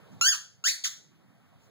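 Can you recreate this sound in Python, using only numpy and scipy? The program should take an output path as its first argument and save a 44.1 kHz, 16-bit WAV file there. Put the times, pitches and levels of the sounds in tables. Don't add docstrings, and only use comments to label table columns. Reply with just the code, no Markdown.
import sys
import numpy as np
from scipy import signal
from scipy.fft import rfft, irfft, next_fast_len
from scipy.io import wavfile
from scipy.ndimage import uniform_filter1d

SR = 44100
rng = np.random.default_rng(int(sys.argv[2]) if len(sys.argv) > 2 else 0)


def log_audio(samples):
    frames = np.atleast_2d(samples).T
    limited = np.clip(frames, -1, 1)
    pcm = np.round(limited * 32767).astype(np.int16)
    wavfile.write(sys.argv[1], SR, pcm)


def invert_db(level):
    return 10 ** (np.asarray(level, dtype=float) / 20)


N = 74970

# frequency [Hz], density [dB per Hz].
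FLOOR_SPECTRUM = [(40, -28.5), (110, 3), (190, -2.5), (350, -16.5), (1000, -23.5), (3000, -30.5),
                  (9000, -45), (15000, -46.5)]
# centre [s], length [s], level [dB].
LEAKS = [
    (.126, .02, -70),
    (.197, .025, -71),
    (1.47, .05, -78),
    (1.635, .075, -69),
]
# time [s], reed pitch [Hz], level [dB].
SQUEAKS = [
    [(.2112, 850, -36.5), (.2128, 1337, -31), (.234, 1421, -33.5), (.262, 1555, -24.5), (.285, 1690, -24.5),
     (.31, 1685, -32), (.326, 1472, -24.5), (.344, 1153, -43.5), (.358, 906, -51)],
    [(.639, 1050, -48.5), (.641, 1335, -31.5), (.662, 1660, -24.5), (.681, 2020, -19), (.693, 2800, -25.5),
     (.699, 3950, -50.5), (.719, 4480, -21.5), (.735, 4400, -44.5), (.75, 4400, -57)],
    [(.837, 4844, -41), (.8382, 4527, -24), (.841, 3430, -25), (.844, 3326, -23), (.846, 2188, -21),
     (.855, 1500, -29), (.861, 1205, -48), (.866, 1043, -49)],
]
# time [s], pitch [Hz], level [dB].
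WHISTLES = [
    [(.262, 1660, -49.5), (.272, 1769, -30.5), (.29, 1835, -20), (.3, 1878, -40), (.311, 1637, -39)],
    [(.692, 3864, -42.5), (.696, 4240, -21.5), (.706, 4630, -20.5), (.71, 5300, -54)],
]
# frequency [Hz], gain [dB].
BODY_COLOUR = [(400, -36), (800, 1), (1500, 1), (3200, 4.5), (5200, 3.5), (8500, -6), (11000, -12),
               (15500, -10.5)]
# delay [s], level [dB], extra lag at the right microphone [s].
ECHOES = [(.0045, -8.5, 0.00011), (0.01, -0.5, 0.000081), (0.0186, -9.5, 0.00011), (.022, -7.5, .00005),
          (.028, -6.5, .00012)]
# frequency [Hz], time to fall 60 dB [s].
ROOM_T60 = [(500, 0.15), (1500, 0.38), (4000, 0.37), (7000, 0.38), (9500, 0.21), (14000, .25)]
# frequency [Hz], gain [dB].
ROOM_COLOUR = [(1200, -6.5), (2200, -10.5), (4400, -9.5), (6700, -4.5), (12000, 2)]

TOP_CUT_HZ = 15800
RIGHT_DB = -5


def rms_one(x):
    return x / np.sqrt(np.mean(x ** 2) + 1e-20)


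def at_hz(points, hz):
    p = np.array(points)
    return np.interp(np.log(np.maximum(hz, 1)), np.log(p[:, 0]), p[:, 1])


def drift(rate_hz):
    r = np.exp(-2 * np.pi * rate_hz / SR)
    noise = rng.standard_normal(N + SR)
    return rms_one(signal.lfilter([1], [1, -2 * r, r * r], noise)[SR:])


def diffuse(size):
    spacing_m, most_alike = .12, .96
    mid, side = rfft(rng.standard_normal((2, size)))
    hz = np.fft.rfftfreq(size, 1 / SR)
    alike = most_alike * np.sinc(2 * hz * spacing_m / 343)
    pair = np.sqrt(1 + alike) * mid + np.sqrt(1 - alike) * side * [[1], [-1]]
    return hz, pair / np.sqrt(2)


def bands(hz):
    steps = 2 * np.log2(np.maximum(hz, 1) / 30)
    return [(30 * 2 ** (k / 2), np.clip(1 - abs(steps - k), 0, 1)) for k in range(20)]


def background():
    level_db, patchy_db, calm_hz = -51, 4.5, 1500
    right_db, right_lag_s = -3.5, -0.00022
    hz, noise = diffuse(N)
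    noise = noise * invert_db(at_hz(FLOOR_SPECTRUM, hz))
    noise[1] *= invert_db(right_db) * np.exp(-2j * np.pi * hz * right_lag_s)
    shared = drift(1.3)
    total = np.zeros((2, N))
    for centre, window in bands(hz):
        flicker_db = patchy_db / (1 + centre / calm_hz) * (0.23 * shared + drift(6.9))
        total += irfft(noise * window, N) * invert_db(flicker_db)
    return invert_db(level_db) * rms_one(total)


def body(hz):
    pipe_hz, width_hz, pipe_db = 6700, 1300, 9
    resonance_db = pipe_db / (1 + (2 * (hz - pipe_hz) / width_hz) ** 2)
    return invert_db(at_hz(BODY_COLOUR, hz) + resonance_db)


def above(hz):
    return 1 / (1 + (9500 / np.maximum(hz, 1)) ** 6)


def rushing_air():
    hz = np.fft.rfftfreq(N, 1 / SR)
    colour = body(hz) * invert_db(7 * above(hz))
    return rms_one(irfft(rfft(rng.standard_normal(N)) * colour, N))


def leaks(air):
    t, out = np.arange(N) / SR, np.zeros(N)
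    for s, length, db in LEAKS:
        out += invert_db(db) * air * np.exp(-(2 * (t - s) / length) ** 2)
    return out


def reed(air):
    jitter, shimmer_db, air_db = .0035, .9, -19
    full_db = -24
    dulling = .09
    lines_top_db = -4
    t, out = np.arange(N) / SR, np.zeros(N)
    wobble, shimmer = drift(100), [drift(120) for k in range(14)]
    for rows in SQUEAKS:
        s, hz, db = np.transpose(rows)
        pitch = np.exp(np.interp(t, s, np.log(hz))) * (1 + jitter * wobble)
        phase = 2 * np.pi * np.cumsum(pitch) / SR
        level_db = np.interp(t, s, db)
        slack_db = np.clip(level_db - full_db, -30, 0)
        tone = np.zeros(N)
        for k in range(1, 15):
            line_hz = k * pitch
            line_db = dulling * (k - 4) * slack_db + lines_top_db * above(line_hz)
            line_db += shimmer_db * np.sqrt(k) * shimmer[k - 1]
            gain = invert_db(line_db) * body(line_hz) * (line_hz < TOP_CUT_HZ)
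            tone += gain * np.sin(k * phase + k * k)
        pulsing_air = invert_db(air_db) * air * (1 + np.cos(phase))
        sounding = (t > s[0]) & (t < s[-1])
        out += invert_db(level_db) * sounding * (tone + pulsing_air)
    return out


def whistles():
    t, out = np.arange(N) / SR, np.zeros(N)
    for rows in WHISTLES:
        s, hz, db = np.transpose(rows)
        phase = 2 * np.pi * np.cumsum(np.interp(t, s, hz)) / SR
        sounding = (t > s[0]) & (t < s[-1])
        out += invert_db(np.interp(t, s, db)) * sounding * np.sin(phase)
    return out


def squeaker():
    air = rushing_air()
    return leaks(air) + reed(air) + whistles()


def scatter():
    burst = rng.standard_normal(400) * np.exp(-np.arange(400) / SR / .002)
    return burst / np.sqrt(np.sum(burst ** 2))


def room_tail():
    level_db, right_db, build_s = -1.5, -3.5, .022
    size = SR // 2
    t = np.arange(size) / SR
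    hz, noise = diffuse(size)
    tail = np.zeros((2, size))
    for centre, window in bands(hz):
        tail += irfft(noise * window, size) * invert_db(-60 * t / at_hz(ROOM_T60, centre))
    tail *= 1 - np.exp(-(t / build_s) ** 2)
    tail /= np.sqrt(np.mean(np.sum(tail ** 2, axis=1)))
    return invert_db([[level_db], [level_db + right_db]]) * tail


def room(x):
    right_lag_s = .000135
    echo_tilt_db = 3.5
    size = next_fast_len(N + SR // 2)
    hz = np.fft.rfftfreq(size, 1 / SR)
    turn = -2j * np.pi * hz
    tail = rfft(room_tail(), size) * invert_db(at_hz(ROOM_COLOUR, hz))
    paths = np.array([np.ones(len(hz)), invert_db(RIGHT_DB) * np.exp(turn * right_lag_s)])
    tilt = invert_db(echo_tilt_db * np.log2(np.clip(hz, 500, 7000) / 7000))
    for s, db, lag in ECHOES:
        surface = tilt * rfft(scatter(), size)
        paths = paths + invert_db([[db], [db + RIGHT_DB]]) * surface * np.exp(turn * [[s], [s + lag]])
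    return irfft(rfft(x, size) * (paths + tail), size)[:, :N]


def scene():
    return room(squeaker()) + background()


def band_limit(x):
    return signal.sosfilt(signal.butter(12, 16610, fs=SR, output="sos"), x)


def record(dry):
    from_db, slope, release_db_per_s, attack_s = -34.5, 0.56, 7, 0.039
    hiss_db, cross_feed, cross_lag = -83, .95, 16
    power = uniform_filter1d(np.mean(dry ** 2, axis=0), size=441, origin=220)
    level_db = 10 * np.log10(power + 1e-12)
    release = release_db_per_s * np.arange(N) / SR
    wanted_db = slope * np.maximum(level_db - from_db, 0)
    held_db = np.maximum.accumulate(wanted_db + release) - release
    r = np.exp(-1 / (attack_s * SR))
    cut_db = signal.lfilter([1 - r], [1, -r], np.maximum(held_db, 0))
    x = dry * invert_db(-cut_db) + invert_db(hiss_db) * rng.standard_normal(dry.shape)
    other_side = np.pad(x[::-1], ((0, 0), (cross_lag, 0)))[:, :N]
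    x = x - cross_feed * other_side
    top_cut = signal.cheby2(20, 70, TOP_CUT_HZ + 400, fs=SR, output="sos")
    return band_limit(signal.sosfilt(top_cut, x))


dry = scene()
out = record(dry)
log_audio(out)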